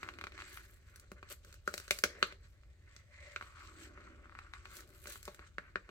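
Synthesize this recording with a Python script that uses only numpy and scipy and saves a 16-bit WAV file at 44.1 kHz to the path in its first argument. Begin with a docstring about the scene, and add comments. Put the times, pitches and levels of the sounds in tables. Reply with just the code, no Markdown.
"""Sharp snaps, nail ticks, papery slides and a fine crackle, close to a stereo microphone in a quiet room.
Stickers are picked loose and peeled off the stiff page of a sticker book, which snaps back as corners come free.
Each tick is a jolt with a burst of fibre slips; slides, peeling and bending are trains of tiny slips.
All of them pass through the resonances of the page and a small room; a low room tone lies underneath."""
import sys
import numpy as np
from scipy import signal
from scipy.fft import rfft, irfft
from scipy.io import wavfile
from scipy.ndimage import uniform_filter1d

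SR = 44100
rng = np.random.default_rng(int(sys.argv[2]) if len(sys.argv) > 2 else 0)


def master_out(mix):
    """Clip the mix to full scale and print it as 16-bit PCM to the path in sys.argv[1]."""
    frames = np.transpose(np.atleast_2d(mix))
    ceiling = np.clip(frames, -1, 1)
    pcm = np.round(ceiling * 32767).astype(np.int16)
    wavfile.write(sys.argv[1], SR, pcm)


N = 260190
TIME = np.arange(N) / SR
TRACK_HZ = np.fft.rfftfreq(N, 1 / SR)
SIZE, LEAD = 4096, 128  # samples: length of a tick, and the part of it kept ahead of its onset
HZ = np.fft.rfftfreq(SIZE, 1 / SR)

# likeness of paper sounds between left and right: f/Hz, likeness/0-1
PAPER_LIKENESS = [(400, 0.85), (1400, 0.86), (2500, 0.3), (5000, 0.03), (12000, .25)]


def page_snaps():
    """The page buckles and snaps back, each time with its own colour."""
    # part levels are rms over 10 ms, before the dead spot; the ring width is that of one hump before squaring:
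    # t/s, thud level/dB, thud f/Hz, ring level/dB, ring f/Hz, ring width/Hz,
    # crack level/dB, crack f/Hz, fizz level/dB, dead spot f/Hz
    snaps = [(1.117, -50.5, 200, -51, 1400, 800, -59, 2400, -62.5, 293),
             (1.6764, -39.5, 467, -31.5, 1415, 348, -46, 4400, -51, 690),
             (1.7398, -46, 600, -44.5, 1560, 850, -42.5, 4900, -47.5, 2950),
             (1.9085, -38.5, 620, -33.5, 1620, 1250, -28.5, 3000, -33, 210),
             (1.9136, -54, 579, -51, 1574, 1400, -40.5, 2604, -48, 210),
             (2.0382, -34.5, 480, -28, 1484, 650, -27, 3100, -35, 760),
             (2.227, -38, 430, -26, 1390, 520, -28, 2680, -50.5, 726),
             (3.3611, -56.5, 480, -40.5, 1440, 440, -40.5, 2120, -80, 251),
             (5.2785, -48.5, 524, -47.5, 880, 520, -52.5, 2735, -62, 740),
             (5.2831, -51, 524, -55, 850, 800, -61, 2400, -74, 740),
             (5.5826, -47.5, 396, -38.5, 1550, 895, -46.5, 2100, -70, 380),
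             (5.757, -42, 403, -33.5, 1380, 950, -43, 2340, -92, 870)]
    return place([(s, tick(*colour, burst_s=.0024, travel_s=.0007)) for s, *colour in snaps])


def nail_ticks(fizz_below_crack_db=-18):
    """A nail catches the edge of a sticker: ticks of one pitch set, in varied strength."""
    # part levels as in the snaps: t/s, ring level/dB, thud level/dB, crack level/dB
    nails = [(0.0306, -44, -56, -47), (0.046, -57, -69, -64), (0.0535, -57, -67, -68),
             (0.064, -55, -70, -69), (0.077, -57, -70, -67), (0.088, -43.5, -68, -46.5),
             (0.1383, -67, -68.5, -57.5), (0.1868, -53, -56.5, -51.5), (0.2121, -46.5, -68, -49),
             (0.2394, -44, -54, -46.5), (0.269, -46.5, -58.5, -50), (0.3206, -59.5, -80, -57.5),
             (0.378, -52, -71, -52.5), (0.3894, -51, -67, -55), (0.402, -54, -71, -51.5),
             (0.4113, -53, -66, -55), (0.4202, -51, -69, -51), (0.5728, -50.5, -80, -51.5),
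             (1.2285, -51.5, -58, -59), (2.324, -57.5, -60, -54), (2.634, -70.5, -80.5, -71.5),
             (3.411, -44.5, -61, -56), (3.4244, -52, -60.5, -54.5), (3.9757, -55.5, -62, -80),
             (4.256, -58.5, -65, -75), (4.2952, -57.5, -79, -72), (4.323, -58, -77, -75),
             (4.3511, -52.5, -80, -64.5), (4.3888, -47.5, -67.5, -54.5), (4.5362, -47.5, -78, -51),
             (4.6549, -51.5, -82, -55), (5.0568, -53.5, -57, -56), (5.1571, -52.5, -63, -61),
             (5.3927, -54.5, -59, -59.5), (5.891, -54.5, -55, -59.5)]
    sounds = []
    for s, ring_db, thud_db, crack_db in nails:
        sound = tick(thud_db, 384, ring_db, 1240, 960, crack_db, 2410, crack_db + fizz_below_crack_db, dead_hz=520)
        sounds.append((s, sound))
    return place(sounds)


def glue_pops(thud_below_ring_db=-9):
    """A spot of glue gives way at once, with a bright pop that tugs the page."""
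    # part levels as in the snaps: t/s, fizz level/dB, crack level/dB, ring level/dB
    pops = [(0.9593, -57, -63, -65), (0.9977, -59, -65, -79), (1.4477, -66, -64, -61.5),
            (1.5267, -66, -60, -64), (1.5416, -65, -64, -62), (1.7786, -47, -45, -50),
            (1.8, -55, -57, -52.5), (1.8798, -60, -54.5, -53), (1.9877, -45, -46, -52.5),
            (2.964, -74, -56.5, -63.5), (4.7682, -55.5, -56.5, -61.5), (4.8057, -60, -59, -61),
            (5.0716, -56, -53.5, -51), (5.2292, -56, -58.5, -65), (5.2535, -54.5, -55.5, -71),
            (5.346, -62, -60.5, -62)]
    sounds = []
    for s, fizz_db, crack_db, ring_db in pops:
        thud_db = ring_db + thud_below_ring_db
        sound = tick(thud_db, 450, ring_db, 1520, 630, crack_db, 4700, fizz_db, dead_hz=780, burst_s=.0021)
        sounds.append((s, sound))
    return place(sounds)


def sliding(rasp_trim_db=-1, hiss_trim_db=-2, broad_db=-7, resting_rasp_db=-77, resting_hiss_db=-79):
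    """Fingers and sleeve rasp and hiss on the page; the pitch of the rasp moves with the grip."""
    # strokes over the page, levels before trim: peak t/s, rise/s, fall/s, rasp level/dB, hiss level/dB, rasp f/Hz
    strokes = [(0.02, 0.14, 0.2, -59.5, -65.5, 1470), (0.41, .08, 0.24, -55.5, -60, 1656),
               (0.55, 0.077, .05, -67, -62, 1650), (0.88, 0.034, .03, -67, -68.5, 1623),
               (0.97, 0.084, 0.1, -66.5, -73, 1500), (1.18, .018, .02, -64, -74, 1500),
               (1.27, .04, 0.053, -63, -75, 1700), (1.319, 0.025, 0.016, -52.5, -51.5, 1453),
               (1.52, 0.082, 0.06, -69.5, -64.5, 1500), (1.68, 0.019, .2, -65.5, -61, 1500),
               (1.82, .08, 0.13, -62, -66, 1570), (1.97, 0.054, .018, -57.5, -54.5, 1480),
               (2.18, 0.13, .11, -57.5, -69, 1750), (2.315, .06, .025, -57, -65.5, 1560),
               (2.44, .02, .04, -68.5, -67, 1600), (2.94, 0.072, 0.084, -63.5, -69.5, 1800),
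               (3.145, 0.035, 0.08, -62, -68, 1900), (3.26, .08, 0.097, -56.5, -63, 2000),
               (3.47, 0.1, 0.047, -57.5, -63, 1296), (3.61, 0.09, 0.14, -55, -61.5, 1250),
               (3.84, 0.088, 0.043, -55.5, -58.5, 1550), (4.03, 0.14, 0.15, -59, -71.5, 1420),
               (4.25, .05, 0.028, -61, -79, 1400), (4.43, .13, 0.086, -60.5, -71, 1400),
               (4.55, .015, 0.057, -55.5, -65, 1420), (4.77, 0.12, 0.058, -57, -58, 1450),
               (4.95, .07, 0.1, -66.5, -69, 1445), (5.105, 0.049, 0.072, -56, -54, 1610),
               (5.28, 0.053, 0.061, -63.5, -62.5, 1590), (5.41, 0.035, 0.044, -59.5, -72, 1480),
               (5.47, .03, 0.016, -65, -63.5, 1486), (5.64, 0.044, .09, -62, -81, 1520),
               (5.89, .07, .1, -65, -83, 1650)]
    # colour of the rasp: f/Hz, level/dB
    rasp_colour = [(200, -32.5), (600, -17.5), (850, -9.5), (1150, -1.5), (1600, -1.5), (2200, -1),
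                   (2700, -6.5), (3100, -11.5), (4500, -25.5), (16000, -54.5)]
    # colour of the hiss: f/Hz, level/dB
    hiss_colour = [(1000, -32.5), (2300, -7), (3200, -0.5), (5000, -3), (8200, -3), (9200, -19),
                   (16000, -35)]
    *timing, rasps_db, hisses_db, hz = np.transpose(strokes)
    rasping = swells(*timing, rasps_db)
    hissing = swells(*timing, hisses_db)

    rasp = friction(rasp_colour, slips_per_s=320, spread_db=1.5, smooth_db=-1, clump_db=2, clump_hz=53)
    pitched = resonate(rasp, grip(rasping, hz), width_hz=410)
    rasp = unit(pitched + amp(broad_db) * rasp)
    hiss = friction(hiss_colour, slips_per_s=1500, spread_db=4.5, smooth_db=-4, clump_db=2, clump_hz=69)
    hiss = patchy(hiss, depth_db=2)

    # the hands never lie quite still, so each gain rests on a floor
    rasp_gain = amp(rasp_trim_db) * np.hypot(level(rasping), amp(resting_rasp_db))
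    hiss_gain = amp(hiss_trim_db) * np.hypot(level(hissing), amp(resting_hiss_db))
    return rasp * rasp_gain + hiss * hiss_gain


def peeling(trim_db=-2, resting_db=-91.5):
    """Threads of glue break one after another along the edge of the sticker."""
    # stretches pulled off the page, levels before trim: peak t/s, rise/s, fall/s, crackle level/dB
    pulls = [(0.02, .1, .3, -79), (0.42, .12, .1, -85), (0.545, 0.057, 0.043, -55.5),
             (0.7, 0.11, 0.067, -68), (0.95, 0.099, .07, -75.5), (1.319, 0.018, 0.013, -48.5),
             (1.49, .05, 0.074, -74), (1.76, 0.067, .08, -59), (1.92, .02, .11, -56.5),
             (2.22, 0.034, .06, -66.5), (2.49, 0.078, 0.084, -82), (2.96, 0.017, .04, -78),
             (3.43, 0.15, 0.1, -76), (3.64, .05, .12, -77), (3.84, .07, .04, -69),
             (4.755, .042, 0.052, -56.5), (4.97, 0.11, .08, -66.5), (5.11, 0.074, 0.063, -51),
             (5.255, 0.028, 0.1, -64)]
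    # colour of the breaking glue: f/Hz, level/dB
    glue_colour = [(1000, -32.5), (3000, -4.5), (5000, -4.5), (8000, 0), (11000, 0), (14000, 1.5),
                   (16000, -8)]
    crackle = friction(glue_colour, slips_per_s=1100, spread_db=5.5, smooth_db=-12, clump_db=4, clump_hz=170)
    pull = level(swells(*np.transpose(pulls)))
    return amp(trim_db) * patchy(crackle, depth_db=2.5) * np.hypot(pull, amp(resting_db))


def bending(trim_db=-1, resting_db=-78.5):
    """The page murmurs low as it is dragged and bent under the hand."""
    # bends of the page, levels before trim: peak t/s, rise/s, fall/s, level/dB, f/Hz
    bends = [(0.14, .3, 0.33, -62.5, 338), (0.6, .3, 0.37, -75, 420), (1.04, .04, .02, -70.5, 444),
             (1.13, .02, 0.089, -68.5, 445), (1.319, 0.017, 0.012, -54.5, 450),
             (1.48, 0.035, 0.018, -69, 435), (1.76, .08, .05, -63, 480), (2.048, .006, 0.014, -43, 439),
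             (2.21, .11, .095, -57, 440), (3.25, 0.059, 0.095, -63.5, 570), (3.44, .06, .07, -69, 424),
             (3.8, .15, 0.21, -62.5, 335), (4.05, 0.19, .3, -63, 307), (4.83, 0.23, .3, -66.5, 365),
             (5.09, .035, .05, -59.5, 440), (5.285, .012, .02, -59.5, 480), (5.4, .03, .06, -68, 390),
             (5.6, .03, .06, -73, 350), (5.78, .03, 0.037, -66, 340), (5.89, 0.014, .06, -60.5, 500)]
    # colour of the murmur: f/Hz, level/dB
    bend_colour = [(80, -18), (200, -5.5), (310, 3.5), (420, -6.5), (600, -2.5), (800, -10), (1500, -33),
                   (5000, -61)]
    *timing, db, hz = np.transpose(bends)
    effort = swells(*timing, db)
    murmur = friction(bend_colour, slips_per_s=400, spread_db=4, smooth_db=-0.5, clump_db=1, clump_hz=22)
    murmur = resonate(murmur, grip(effort, hz), width_hz=130)
    return amp(trim_db) * murmur * np.hypot(level(effort), amp(resting_db))


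def tick(thud_db, thud_hz, ring_db, ring_hz, ring_width_hz, crack_db, crack_hz, fizz_db, dead_hz,
         dead_db=-8, dead_width=0.13, thud_width_hz=330, crack_width=1.37, rise_s=0.00044, burst_s=0.0034,
         rough_hz=2600, flutter_s=0.0082, flutter_db=-19, travel_s=0.000608):
    """A jolt of the page with a brief burst of fibre slips that roughens its treble."""
    # colour of the thud: f/Hz, level/dB
    thud_colour = [(50, -13), (160, 0.5), (250, 0), (400, 5.5), (600, 1.5), (900, -6.5), (1600, -34),
                   (4000, -62)]
    # colour of the ring: f/Hz, level/dB
    ring_colour = [(200, -30.5), (650, -11), (1000, -4), (1500, 3), (2000, 3.5), (3000, -1), (8000, -29.5)]
    # colour of the crack: f/Hz, level/dB
    crack_colour = [(600, -38), (1500, -10), (2200, 2.5), (2800, -1.5), (4500, 0), (8000, 3.5),
                    (10000, -21.5), (16000, -38.5)]
    # colour of the fizz: f/Hz, level/dB
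    fizz_colour = [(1000, -43.5), (3500, -10.5), (6000, 4.5), (9000, -0.5), (12000, -1.5), (16000, -7.5)]
    t = (np.arange(SIZE) - LEAD) / SR
    decay = np.exp(-np.maximum(t, 0) / burst_s)
    flutter = amp(flutter_db) * np.exp(-abs(t) / flutter_s)
    burst = np.exp(np.minimum(t, 0) / rise_s) * (decay + flutter)
    slips = rng.standard_normal((3, SIZE)) * burst
    slips = rfft(slips / np.linalg.norm(slips, axis=1, keepdims=True))
    slips = pair(slips[0], slips[1:], read(PAPER_LIKENESS, HZ))

    jolt = np.exp(-2j * np.pi * HZ * LEAD / SR)
    rough = HZ ** 4 / (HZ ** 4 + rough_hz ** 4)
    drive = pair(jolt, slips, 1 - rough)
    # bending waves cross the sheet faster at high pitch; travel_s is the delay at 1 kHz
    travel = np.exp(-4j * np.pi * travel_s * np.sqrt(1000 * HZ))

    # the place of the blow picks which resonances speak, and leaves one pitch dead
    parts = [(thud_db, paper(thud_colour) * hump(thud_hz, thud_width_hz)),
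             (ring_db, paper(ring_colour) * hump(ring_hz, ring_width_hz) ** 2),
             (crack_db, paper(crack_colour) * hump(crack_hz, crack_width * crack_hz) ** 2),
             (fizz_db, paper(fizz_colour))]
    power = sum((amp(db) * unit(part)) ** 2 for db, part in parts)
    power *= amp(dead_db * hump(dead_hz, dead_width * dead_hz) ** 2) ** 2

    fade = np.minimum(1, np.linspace(2, 0, SIZE)) ** 4
    sound = irfft(drive * travel * causal(np.sqrt(power))) * fade
    # levels count as rms over 10 ms
    return unit(sound) * np.sqrt(power.mean() * .01 * SR / SIZE)


def place(sounds):
    """Lays stereo ticks on the track, each onset at its time in seconds."""
    mix = np.zeros((2, N + LEAD))
    for s, sound in sounds:
        part = mix[:, round(s * SR):][:, :sound.shape[1]]
        part += sound[:, :part.shape[1]]
    return mix[:, LEAD:]


def friction(colour, slips_per_s, spread_db, smooth_db, clump_db, clump_hz):
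    """Tiny slips of uneven size over a smooth rush, gathered in clumps; all pass through the page."""
    size = amp(spread_db * np.minimum(rng.exponential(1, (3, N)), 4))
    sign = rng.choice([-1, 1], (3, N))
    slips = size * sign * (rng.random((3, N)) < slips_per_s / SR)
    rush = amp(smooth_db) * rng.standard_normal((3, N))
    z = rfft((unit(slips) + rush) * amp(clump_db * wander(clump_hz)))
    both = irfft(pair(z[0], z[1:], read(PAPER_LIKENESS, TRACK_HZ)), N)
    response = irfft(causal(paper(colour)))
    return unit(signal.oaconvolve(both, response[None], axes=1)[:, :N])


def paper(colour):
    """Gain of a contact of this colour, heard through the resonances of the page."""
    # resonances of the page and book: f/Hz, width/Hz, level/dB
    modes = [(187.4, 32, 7), (243, 45, 2.5), (372.2, 54, 5), (460, 32, 3), (588.8, 60, 7), (790, 340, 2.5),
             (1112, 78, 5), (1390, 240, 3), (1890, 55, 3.5), (2073, 150, 5), (2225, 110, 4), (2432, 130, 7),
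             (2690, 160, 4), (2950, 180, 3), (3502, 67, -1), (3950, 250, 2.5), (4386, 580, 4.5),
             (5300, 900, -2), (6350, 480, 1), (6940, 240, -5), (7340, 87, 1), (7630, 160, 4)]
    peaks_db = sum(db / (1 + (2 * (HZ - hz) / width) ** 2) for hz, width, db in modes)
    return amp(read(colour, HZ) + peaks_db)


def hump(hz, width_hz):
    """Gain of one resonance; squared, its skirts are steeper and its start softer."""
    return 1 / np.hypot(1, 2 * (HZ - hz) / width_hz)


def causal(gain):
    """Spectrum of the response with this gain's shape that starts at once and then dies away."""
    log_gain = np.log(np.maximum(gain / gain.max(), 1e-5))
    circle = np.concatenate([log_gain, log_gain[-2:0:-1]])
    return np.exp(np.conj(signal.hilbert(circle)))[:len(gain)]


def resonate(x, hz, width_hz):
    """A resonance that follows the curve hz: shift down to zero, smooth, shift back."""
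    turn = np.exp(2j * np.pi * np.cumsum(hz) / SR)
    r = np.exp(-np.pi * width_hz / SR)
    return unit((turn * signal.lfilter([1 - r], [1, -r], x / turn)).real)


def patchy(x, depth_db):
    """The colour drifts band by band as the contact travels over the sheet."""
    z = signal.stft(x, nperseg=256)[2]
    drift = rng.standard_normal(z.shape[1:])
    drift = uniform_filter1d(drift, size=4, axis=0)  # across neighbouring pitches
    drift = uniform_filter1d(drift, size=18, axis=1)  # over time
    return unit(signal.istft(z * amp(depth_db * unit(drift)), nperseg=256)[1][:, :N])


def swells(peak_s, rise_s, fall_s, db, edge_db=-9, shape=1.64):
    """Power over time of each movement, one row apiece: down edge_db one rise before and one fall after its peak."""
    t = TIME[::32] - peak_s[:, None]
    away = np.maximum(-t / rise_s[:, None], t / fall_s[:, None])
    return amp(db[:, None] + edge_db * away ** shape) ** 2 + 1e-30


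def level(power):
    """Gain over time of all movements together."""
    return np.interp(TIME, np.linspace(0, TIME[-1], power.shape[1]), np.sqrt(power.sum(0)))


def grip(power, hz):
    """Pitch of the paper left free between the fingers: the strongest movement weighs most."""
    return (level(power * hz[:, None]) / level(power)) ** 2


def wander(corner_hz):
    """Slow random drift of rms 1, with little motion above the corner."""
    return unit(irfft(rfft(rng.standard_normal(N)) / (1 + (TRACK_HZ / corner_hz) ** 4), N))


def pair(shared, own, likeness):
    """Left and right spectra: a shared part and a part of their own."""
    return np.sqrt(likeness) * shared + np.sqrt(1 - likeness) * own


def read(points, hz):
    """Reads a spectrum table on a log-frequency axis."""
    f, value = np.transpose(points)
    return np.interp(np.log(hz + 1), np.log(f + 1), value)


def amp(db):
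    """Decibels to gain."""
    return 10 ** (np.asarray(db) / 20)


def unit(x):
    """Scales to rms 1."""
    return x / np.sqrt(np.mean(x ** 2) + 1e-30)


def room(x, first_s=0.0036, bounce_s=.0053, bounce_db=-17, early_db=5, early_s=0.018, alike_hz=900):
    """A near surface bounces the sound once; the small room dies away, its bass alike on both sides."""
    # decay of the late echo: f/Hz, time to fall 60 dB/s
    decay_s = [(200, 0.25), (500, 0.46), (1500, 0.17), (5000, 0.3), (14000, 0.17)]
    # colour of the echo: f/Hz, level/dB
    echo_colour = [(200, -10.5), (500, -10), (1400, -10.5), (3000, -10), (7000, -7), (14000, -8)]
    t = np.arange(SR // 2) / SR
    early = 1 + amp(early_db) * np.exp(-t / early_s)
    taps = rng.standard_normal((3, len(t))) * (t > first_s) * early
    hz, frame_s, z = signal.stft(taps, SR, nperseg=256)
    z = pair(z[0], z[1:], 1 / (1 + (hz[:, None] / alike_hz) ** 2))
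    z *= amp(-60 * frame_s / read(decay_s, hz)[:, None])
    # even out the energy per band, so the colour alone sets the spectrum
    energy = (abs(z) ** 2).sum(2).mean(0)
    z /= np.sqrt(uniform_filter1d(energy, size=3))[:, None]
    plain = signal.istft(z, SR, nperseg=256)[1]
    tail = signal.istft(z * amp(read(echo_colour, hz))[:, None], SR, nperseg=256)[1]
    tail /= np.linalg.norm(plain[0])
    tail[:, round(bounce_s * SR)] += amp(bounce_db)
    return x + signal.fftconvolve(x, tail, axes=1)[:, :N]


def room_tone(level_db=-59.5):
    """Low rumble of the building under a faint hiss: coloured noise, partly shared by both sides."""
    # colour of the still room, relative: f/Hz, level/dB
    tone_colour = [(15, -20), (30, -12), (48, -1), (62, 0.07), (88, -2), (115, -12), (160, -20), (260, -29),
                   (500, -36), (1000, -43), (3000, -48), (8200, -51), (9200, -58), (16000, -58)]
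    # likeness between left and right: f/Hz, likeness/0-1
    tone_likeness = [(50, 1), (300, 0.65), (1000, 0.72), (4000, 0.28)]
    z = rfft(rng.standard_normal((3, N)))
    both = pair(z[0], z[1:], read(tone_likeness, TRACK_HZ))
    return amp(level_db) * unit(irfft(both * amp(read(tone_colour, TRACK_HZ)), N))


def scene(left_lead=6):
    """The book lies slightly to the left: its sound reaches the left side left_lead samples early."""
    # left minus right: f/Hz, level/dB
    balance = [(200, -2.5), (600, 1.5), (1400, 3), (3000, -2.5), (6000, 1), (9000, 3), (13000, 3.5)]
    ticks = page_snaps() + nail_ticks() + glue_pops()
    near = room(ticks + sliding() + peeling() + bending())
    side_db = read(balance, TRACK_HZ) / 2
    left, right = irfft(rfft(near) * amp([side_db, -side_db]), N)
    right = np.pad(right, (left_lead, 0))[:N]
    return np.array([left, right]) + room_tone()


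def record(dry):
    """The recorder's band limit: a steep low-pass."""
    low_pass = signal.firwin(301, 16300, window=("kaiser", 9), fs=SR)  # cutoff in Hz
    return signal.oaconvolve(dry, low_pass[None], "same")


dry = scene()
out = record(dry)
master_out(out)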